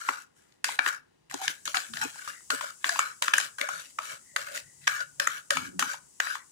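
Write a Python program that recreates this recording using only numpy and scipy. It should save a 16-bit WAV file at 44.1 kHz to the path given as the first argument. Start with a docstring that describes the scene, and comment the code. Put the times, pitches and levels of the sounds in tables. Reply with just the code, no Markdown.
"""A steel spoon taps the wall of a thin plastic pudding cup, drags along it and lifts off.
Taps are milliseconds of noisy chatter, drags uneven friction noise; both ring the hollow (near 1.5 kHz),
wall, bowl and low body, and a small hard kitchen answers. Soft knocks and two far groans join in, over a
faint 2 kHz ring, a swelling far rumble, a treble hiss that comes and goes and a steady noise floor.
Two microphones hear it, the left one a millisecond late."""
import sys
import numpy as np
from scipy import signal
from scipy.fft import rfft, irfft, next_fast_len
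from scipy.io import wavfile
from scipy.ndimage import uniform_filter1d, map_coordinates

SR = 44100
rng = np.random.default_rng(int(sys.argv[2]) if len(sys.argv) > 2 else 0)


def magnitude_from_level(level_db):
    """Linear magnitude for a level in decibels (20 dB per decade)."""
    exponent = np.asarray(level_db, float) / 20
    return 10 ** exponent


def log_audio(samples):
    """Write samples as a 16-bit WAV file to the path given in sys.argv[1]."""
    # one column per channel
    frames = np.atleast_2d(samples).T
    # limit to full scale, then quantise
    limited = np.clip(frames, -1, 1)
    pcm = np.round(limited * 32767).astype(np.int16)
    wavfile.write(sys.argv[1], SR, pcm)


N = 287091
TIME_S = np.arange(N) / SR


def unit(x):
    """Scaled to rms 1."""
    return x / np.sqrt(np.mean(x ** 2) + 1e-20)


def peak(x):
    """Scaled to peak 1."""
    return x / np.abs(x).max()


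def along(points, hz):
    """(frequency [Hz], value) points interpolated on a log axis."""
    f, v = np.transpose(points)
    return np.interp(np.log(hz + 1), np.log(f + 1), v)


def wobble(knots_per_s):
    """Smooth random curve."""
    knots = rng.standard_normal(int(N * knots_per_s / SR) + 4)
    return map_coordinates(knots, [TIME_S * knots_per_s])


def filtered(x, response):
    """x through a complex response of frequency."""
    n = x.shape[-1]
    m = next_fast_len(n + 8192)
    return irfft(rfft(x, m) * response(np.fft.rfftfreq(m, 1 / SR)), m)[..., :n]


def modes(table):
    """Causal response of parallel resonances, alternating in polarity."""
    def response(f):
        total = 0
        for k, (centre, width, db) in enumerate(table):
            total = total + (-1) ** k * magnitude_from_level(db) * 1j * f * width / (centre ** 2 - f ** 2 + 1j * f * width)
        return total
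    return response


# likeness of the two channels: (frequency [Hz], correlation [0-1])
LIKENESS = [(100, .85), (400, .85), (1500, .75), (4000, .55), (10000, .35)]


def pair(n):
    """Two white noises, alike in the bass, less so in the treble."""
    def mid_side(hz):
        angle = np.arccos(np.clip(along(LIKENESS, hz), 0, 1)) / 2
        return np.array([np.cos(angle), np.sin(angle)])
    mid, side = filtered(rng.standard_normal((2, n)), mid_side)
    return np.array([mid + side, mid - side])


def coloured(spectrum):
    """Stereo noise of rms 1 with a given spectrum."""
    return unit(filtered(pair(N), lambda hz: magnitude_from_level(along(spectrum, hz))))


def rubbed(table, catches, order):
    """Uneven friction noise passed order times through a set of resonances, rms 1."""
    return unit(filtered(catches * pair(N), lambda f: modes(table)(f) ** order))


def swells(rows, end_drop_db=26.5):
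    """Gain of rounded swells, end_drop_db under peak at both ends; the loudest wins."""
    levels = [row[2] - end_drop_db * (2 * (TIME_S - row[0]) / row[1]) ** 2 for row in rows]
    return magnitude_from_level(np.max(levels, axis=0))


# room decay: (frequency [Hz], time to -60 dB [s])
ROOM_DECAY = [(250, .3), (600, .3), (1500, .29), (3000, .2), (8000, .17), (15000, .12)]


def kitchen(x):
    """Convolves with a fresh noise tail per channel; each frequency dies at its own speed."""
    hz, t, z = signal.stft(rng.standard_normal((2, SR // 3)), SR, nperseg=256)
    decay = magnitude_from_level(-60 * t / along(ROOM_DECAY, hz)[:, None])
    tail = signal.istft(z * decay, SR, nperseg=256)[1]
    tail = np.pad(tail / np.linalg.norm(tail[0]), ((0, 0), (150, 0)))  # 150 samples late
    return signal.fftconvolve(x, tail, axes=1)


# spoon-cup contacts: (time [s], hollow peak [dB], hollow pitch [Hz],
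# low wall crack over hollow [dB], high wall crack over hollow [dB])
CONTACTS = [(0.086, -9.5, 1317, -18, -39), (0.218, -53, 1313, -8, 16), (0.52, -61.5, 1900, 7, 7),
            (0.641, -13.5, 1601, -1, 0), (0.687, -21.5, 974, -3, -34.5), (0.788, -5.5, 1460, -13.5, -48.5),
            (0.86, -13, 1447, -11, -30.5), (0.875, -19.5, 1417, -18, 2.5), (1.296, -46, 1897, -5, -21.5),
            (1.309, -29.5, 1770, -20, 0), (1.339, -26, 894, 0, 5), (1.413, -28, 807, -12, -2.5),
            (1.477, -16.5, 1703, 5, -20), (1.652, -34, 1700, 0, 16), (1.674, -24.5, 1340, 6, -2.5),
            (1.742, -19.5, 1430, -20, -28), (1.749, -27.5, 1300, -19, -20.5),
            (1.767, -15.5, 1610, -0.5, -22), (1.934, -30, 1480, 4, -5), (1.968, -24.5, 1617, -1, -6),
            (2.011, -25.5, 1750, -20, -19.5), (2.035, -35.5, 796, -8, 10), (2.155, -40, 870, -12, -11.5),
            (2.274, -26, 1325, -33, -19), (2.3, -67.5, 1500, -20, -14), (2.403, -46.5, 1440, -25, -20),
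            (2.501, -13, 1480, -4, -4), (2.607, -20.5, 1176, -12, -15.5), (2.841, -13, 1570, -8, -46),
            (2.853, -26.5, 1560, -24, -11), (2.89, -14.5, 1670, -2, -11), (2.956, -22.5, 1160, -10, -27),
            (2.989, -9, 1304, -18.5, -3), (3.22, -18.5, 1012, 4.5, 3.5), (3.278, -10, 1480, -12, -17),
            (3.334, -8, 1620, -2.5, -22), (3.379, -10, 1640, -17, 0), (3.398, -19.5, 1410, -2.5, -2),
            (3.582, -24.5, 1516, -10, -6.5), (3.61, -17.5, 2125, -3, -2), (3.686, -19, 1346, -27, -9),
            (3.985, -16.5, 1260, -15, -29), (4.36, -13, 1557, -6, -7), (4.573, -29, 1860, -2, -24),
            (4.869, -19.5, 1700, -0.5, -3.5), (4.874, -8, 1630, -3.5, -22), (5.002, -30, 1480, 2, -19),
            (5.196, -13, 1640, -3, -3.5), (5.27, -11, 1456, -30, -3.5), (5.503, -14, 1730, 0.5, -4.5),
            (5.568, -15.5, 1225, -4.5, -5), (5.791, -13, 1512, -5, 0.5), (5.822, -11, 1350, -14.5, -10),
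            (5.939, -27.5, 1050, -21, -23.5), (6.199, -11, 1585, -7.5, -11),
            (6.267, -21.5, 1570, -25.5, -26), (6.351, -23, 1380, -33, -26.5)]
# cup hollow: (centre [Hz], width per pass [Hz], level per pass [dB])
HOLLOW_MODES = [(1279, 346, -4.5), (1480, 133, 1.5), (1718, 200, -5), (906, 800, -25.5), (2257, 77, -6)]
# cup wall under friction: (centre [Hz], width [Hz], level [dB])
WALL_MODES = [(2430, 1790, -2.5), (3654, 2820, 1.5), (4890, 2560, 0.5), (6360, 1530, -1.5),
              (7265, 1380, -3.5), (8170, 480, -4), (10910, 2900, -9.5), (13600, 1700, -5.5)]
# held cup's low body: (centre [Hz], width per pass [Hz], level per pass [dB])
BODY_MODES = [(274.3, 38, -1.5), (373, 44, -3), (458, 41, 0)]


def tap_chatter(n, contact_s=0.006):
    """Noise of the contact: a rounded burst plus a quieter decaying tail."""
    t = np.arange(n) / SR
    burst = np.sin(np.pi * np.minimum(t / contact_s, 1)) ** 2
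    tail = .25 * (1 - np.exp(-t / .002)) * magnitude_from_level(-60 * t / .03)
    return pair(n) * (burst + tail)


def taps():
    """Each contact's chatter rings the hollow, wall, bowl and body, then the kitchen."""
    bowl_db, body_db = -34, -44.5  # peaks re hollow peak
    room_db, struck_width = -12, .45  # struck wall modes are narrower
    out, n = np.zeros((2, N + SR)), 4096
    # wall resonances vary in strength at random from tap to tap
    strengths = rng.standard_normal((len(CONTACTS), len(WALL_MODES)))
    for (s, db, hz, low_db, high_db), strength in zip(CONTACTS, strengths):
        chatter = tap_chatter(n)

        def hollow_response(f):  # spoon position sets the pitch
            return modes([(hz, 260, 0)])(f) * modes([(hz, 1500, 0)])(f) + .5 * modes(HOLLOW_MODES)(f)

        hollow = peak(filtered(chatter, hollow_response))
        wall = [(c, struck_width * w, level + 3 * d) for (c, w, level), d in zip(WALL_MODES, strength)]
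        low_crack = magnitude_from_level(low_db) * peak(filtered(chatter, modes(wall[:3])))
        high_crack = magnitude_from_level(high_db) * peak(filtered(chatter, modes(wall[3:])))
        bowl_mode = modes([(bowl_pitch(s + .005), 70, 0)])
        bowl = magnitude_from_level(bowl_db) * peak(filtered(chatter, lambda f: bowl_mode(f) ** 2))
        body = magnitude_from_level(body_db) * peak(filtered(chatter, lambda f: modes(BODY_MODES)(f) ** 2))
        tap = magnitude_from_level(db) * (hollow + low_crack + high_crack + bowl + body)
        wet = magnitude_from_level(room_db) * kitchen(tap)
        at = round(s * SR)
        out[:, at:at + n] += tap
        out[:, at:at + wet.shape[1]] += wet
    return out[:, :N]


# spoon along the wall: (start [s], length [s], rasp at start [dB], rasp at end [dB],
# hollow over rasp [dB])
SLIDES = [(0, 0.096, -47.5, -42.5, 4), (0.07, 0.14, -40, -55, 2.5), (0.361, .2, -67.5, -74.5, -2),
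          (.642, 0.11, -31.5, -40.5, -6.5), (0.795, 0.1, -53.5, -33.5, 7.5), (0.87, 0.083, -45.5, -43, 8),
          (1.302, 0.2, -49.5, -42.5, -5), (1.402, 0.082, -38, -36, -3), (1.484, 0.13, -36, -63, -17),
          (1.65, 0.22, -35, -64, -13), (1.74, 0.15, -28.5, -52.5, -0.5), (1.927, 0.11, -41.5, -42, -5),
          (2.005, .11, -29.5, -53, -0.5), (2.124, 0.153, -51.5, -47.5, 0), (2.284, .11, -36, -66, 2),
          (2.497, 0.12, -30.5, -48, 2), (2.6, 0.097, -39, -48, 3.5), (2.803, 0.025, -65, -56, -2),
          (2.843, .14, -36, -37.5, -2.5), (2.993, 0.13, -32, -51.5, 7.5), (3.215, 0.13, -31, -49, -2.5),
          (3.336, .12, -31, -35.5, -3), (3.579, 0.14, -43.5, -49.5, 6), (3.684, 0.12, -43.5, -41.5, 2),
          (3.775, 0.13, -41.5, -55.5, -18), (3.987, .15, -47.5, -38.5, 0.5), (4.363, 0.22, -38, -55, 3),
          (4.49, 0.079, -55.5, -31, -8), (4.81, 0.092, -60.5, -50.5, -6.5),
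          (4.875, 0.15, -35.5, -43.5, 5.5), (5.198, 0.064, -37, -41.5, 2.5), (5.283, 0.11, -40.5, -43, 1),
          (5.504, 0.17, -31.5, -47, 3), (5.791, 0.07, -28.5, -39, -5), (5.834, 0.12, -37, -42, -0.5),
          (6.201, .159, -41, -42.5, 4.5)]


def strokes(lift_db_per_s, hollow):
    """Stroke gain: a quick bite, a slide straight in dB, a steady lift-off."""
    attack_s = 0.0017
    db = np.full(N, -130.)
    for s, length, first, last, over in SLIDES:
        # sets in with a tap closer than 20 ms
        s = min((row[0] for row in CONTACTS if abs(row[0] - s) < .02), default=s)
        corners_s = [s, s + attack_s, s + length, s + length + 1]
        one = np.interp(TIME_S, corners_s, [-130, first, last, last - lift_db_per_s])
        db = np.maximum(db, one + hollow * over)
    return magnitude_from_level(db)


def shifting(x, patchy_db):
    """Lifts x around the latest tap's pitch; resonances come and go in random patches."""
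    hz, t, z = signal.stft(x, SR, nperseg=512)
    s, pitch = np.transpose(CONTACTS)[[0, 2]]
    now = pitch[np.clip(np.searchsorted(s, t) - 1, 0, None)]
    lift = 1 + 0.36 / (1 + ((hz[:, None] - now) / 150) ** 2)
    field = uniform_filter1d(rng.standard_normal(z.shape[1:]), size=2, axis=0)
    field = unit(uniform_filter1d(field, size=16, axis=1))
    return unit(signal.istft(z * lift * magnitude_from_level(patchy_db * field), SR, nperseg=512)[1][:, :N])


# bowl pressed on the cup sings out: (middle [s], length [s], peak level [dB], pitch [Hz])
BOWL_PRESSES = [(1.34, .06, -44, 780), (1.425, .07, -39.5, 780), (1.692, .08, -57, 580),
                (1.765, 0.061, -41.5, 739), (1.975, 0.054, -52, 690), (2.029, 0.063, -39.5, 862),
                (2.529, 0.053, -43.5, 580), (2.641, 0.064, -46, 580), (2.912, .11, -44.5, 688),
                (3.233, 0.047, -49, 580), (3.63, 0.089, -39.5, 580), (3.746, 0.18, -53, 580),
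                (4.001, .05, -44, 580), (4.127, .1, -56, 580), (4.385, 0.083, -44.5, 580),
                (4.535, 0.16, -46, 580), (5.012, 0.088, -50, 580), (5.217, 0.064, -38, 570),
                (5.52, 0.042, -34, 560), (5.835, .04, -40, 893.5), (5.931, 0.074, -60, 580)]


def bowl_pitch(t):
    """Bowl pitch [Hz]: at rest, or that of a press under way."""
    rest_hz = 580.
    hz = np.full(np.shape(t), rest_hz)
    for s, length, _, pitch in BOWL_PRESSES:
        hz = np.where(np.abs(t - s) < length / 2, pitch, hz)
    return hz


def bowl_ring(catches, rub):
    """Narrow noisy ring: slow noise carried on the bowl's pitch, under the rasp and in presses."""
    rest_db = -21  # re rasp
    phase = 2 * np.pi * np.cumsum(bowl_pitch(TIME_S)) / SR
    noises = catches * np.array([pair(N), pair(N)])
    a, b = filtered(noises, lambda hz: 1 / (1 + (hz / 45) ** 2))
    ring = unit(a * np.cos(phase) + b * np.sin(phase))
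    return (magnitude_from_level(rest_db) * rub + swells(BOWL_PRESSES)) * ring


def drag():
    """Edge sliding on plastic; the same catches shake hollow, wall, body and bowl."""
    rasp_lift_db_per_s, hollow_lift_db_per_s = 419, 410.5
    body_db = -25.5  # re rasp
    rub = strokes(rasp_lift_db_per_s, hollow=False)
    hollow_rub = strokes(hollow_lift_db_per_s, hollow=True)
    catches = magnitude_from_level(3 * wobble(500) + .7 * wobble(60))
    hollow = hollow_rub * shifting(rubbed(HOLLOW_MODES, catches, order=2), patchy_db=3.2)
    rasp = rub * shifting(rubbed(WALL_MODES, catches, order=1), patchy_db=4)
    body = magnitude_from_level(body_db) * rub * rubbed(BODY_MODES, catches, order=2)
    return hollow + rasp + body + bowl_ring(catches, rub)


# dull knocks through the hands: (time [s], peak level [dB])
KNOCKS = [(0.084, -34.5), (0.86, -41.5), (1.337, -29.5), (1.421, -58), (1.491, -41), (1.671, -41),
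          (1.765, -43), (2.046, -30), (2.502, -44), (2.526, -31), (2.853, -43), (3.607, -37), (5.269, -51),
          (5.819, -36)]


def thuds():
    """Soft low knocks: a short blurred noise push rings the cup's body."""
    out, t = np.zeros((2, N + SR)), np.arange(4096) / SR
    for s, db in KNOCKS:
        push = pair(len(t)) * (1 - np.exp(-t / 0.0013)) * magnitude_from_level(-60 * t / 0.057)
        knock = filtered(push, lambda f: modes(BODY_MODES)(f) * modes([(330, 300, 0)])(f))
        at = round(s * SR)
        out[:, at:at + len(t)] += magnitude_from_level(db) * peak(knock)
    return out[:, :N]


# far low groans: (start [s], length [s], gain [dB], top pitch [Hz])
GROANS = [(1.9, 0.18, -56, 120.9), (5.56, 0.317, -49, 91.06)]


def moan():
    """Arching pitch, six wavering overtones and a toneless rub, strongest near the room's 255 Hz boom."""
    sag, fade_s = 0.045, 0.024  # pitch drop at both ends [share of top]
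    rub_db = -7

    def boom(hz):
        return 1 / (1 + ((hz - 255) / 75) ** 2)

    out = 0
    for s, length, db, top_hz in GROANS:
        away_s = np.abs(TIME_S - s - length / 2)
        rate_hz = top_hz * (1 - sag * np.minimum(2 * away_s / length, 2) ** 2)
        phase = 2 * np.pi * np.cumsum(rate_hz * (1 + .025 * wobble(25))) / SR
        fade = np.clip(1 + (length / 2 - away_s) / fade_s, 0, 1) ** 2
        tone = 0
        for k in range(1, 7):
            level = boom(k * rate_hz) * magnitude_from_level(5 * wobble(35))
            tone = tone + level * np.sin(k * phase + 1.5 * wobble(25))
        rub = magnitude_from_level(rub_db) * unit(filtered(pair(N), lambda hz: boom(hz) * hz / (hz + 100)))
        out = out + magnitude_from_level(db) * fade * (tone + rub)
    return out


# faint ring: (middle [s], length [s], peak level [dB])
RING_SWELLS = [(.5, 0.54, -81.5), (2.36, 0.2, -55.5), (4.31, .25, -65), (4.63, 0.44, -65),
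               (4.845, 0.11, -60.5), (6.41, 0.086, -58)]


def faint_ring():
    """Noise through a narrow 1960 Hz resonance, in swells."""
    return swells(RING_SWELLS) * rubbed([(1960, 260, 0)], 1, order=2)


# far rumble over its bed: (middle [s], length [s], peak level [dB])
RUMBLE_SWELLS = [(1.34, 0.14, -66), (1.49, 0.073, -58), (1.67, 0.16, -64), (2.0, 0.42, -59),
                 (2.3, 0.12, -71), (2.54, 0.24, -70), (3.45, 0.46, -75.5), (3.76, .2, -66),
                 (4.14, 0.1, -68), (4.45, 0.36, -67), (4.66, 0.12, -57.5), (5.0, 0.91, -68.5),
                 (5.6, 0.18, -54.5), (6.0, 0.23, -73)]
# room's low resonances: (centre [Hz], width [Hz], level [dB])
ROOM_MODES = [(81.6, 32, -8.5), (145.8, 17, 3.5), (194, 23, -12.5), (298, 90, -19.5)]


def far_rumble():
    """Unsteady noise in the room's low resonances: swells over a bed."""
    bed_db = -82
    return (magnitude_from_level(bed_db) + swells(RUMBLE_SWELLS)) * rubbed(ROOM_MODES, magnitude_from_level(1.9 * wobble(12)), order=1)


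# treble hiss, before the left/right tilt: (time [s], level [dB])
HISS_LEVEL = [(0, -50), (.24, -83), (.34, -80), (.37, -67), (.55, -80.5), (.7, -88.5), (1.29, -108),
              (1.32, -66), (1.9, -50), (2.5, -54.5), (4.85, -57.5), (6.0, -59.5), (6.51, -59)]
# (frequency [Hz], relative density [dB])
HISS_SPECTRUM = [(1000, -42.5), (2000, -20.5), (3200, -16.5), (4000, -16.5), (4700, -10.5), (7640, 1.5),
                 (10800, -6.5), (13300, -5.5), (15400, -14.5), (15900, -10.5), (16500, -77)]


def treble_hiss():
    """Coloured noise that comes and goes, 3 dB louder on the left."""
    level_db = np.interp(TIME_S, *np.transpose(HISS_LEVEL))
    return magnitude_from_level(level_db) * coloured(HISS_SPECTRUM) * magnitude_from_level([[1.5], [-1.5]])


# steady floor: (frequency [Hz], relative density [dB])
FLOOR_SPECTRUM = [(15, -67), (25, -23), (53, -12.5), (457, -7), (600, -14), (687, -16), (16500, -33.5)]


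def noise_floor():
    """Steady coloured noise."""
    return magnitude_from_level(-68.5) * coloured(FLOOR_SPECTRUM)


def scene():
    """Everything that reaches the two microphones; the room lengthens each stroke a little."""
    stroke = drag()
    echo = magnitude_from_level(-18) * kitchen(stroke)[:, :N]
    background = faint_ring() + far_rumble() + treble_hiss() + noise_floor()
    return taps() + thuds() + stroke + echo + moan() + background


def low_pass(x):
    """Removes everything above the highest recorded frequency."""
    return signal.sosfilt(signal.butter(12, 16660, fs=SR, output="sos"), x)


# overall treble colour, with a dip near 13.5 kHz: (frequency [Hz], level [dB])
TREBLE_COLOUR = [(10500, 0.5), (13500, -19), (15000, 2), (16200, -16.5)]
# microphone ports: (frequency [Hz], left minus right [dB])
PORT_DIFFERENCE = [(60, 4), (200, 2.5), (380, -.5), (700, 1.5), (1290, 5), (2380, 6), (4400, 4), (6000, 6),
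                   (8120, 1.5), (11000, -1), (15000, -2)]


def record(dry):
    """Colours the whole mix; the two ports differ in colour and the left one hears late."""
    left_lag_s = 46 / SR

    def response(hz):
        colour_db = along(TREBLE_COLOUR, hz) + along(PORT_DIFFERENCE, hz) * [[.5], [-.5]]
        return magnitude_from_level(colour_db) * np.exp(-2j * np.pi * hz * [[left_lag_s], [0]])

    mix = filtered(dry, response)
    return low_pass(mix)


dry = scene()
out = record(dry)
log_audio(out)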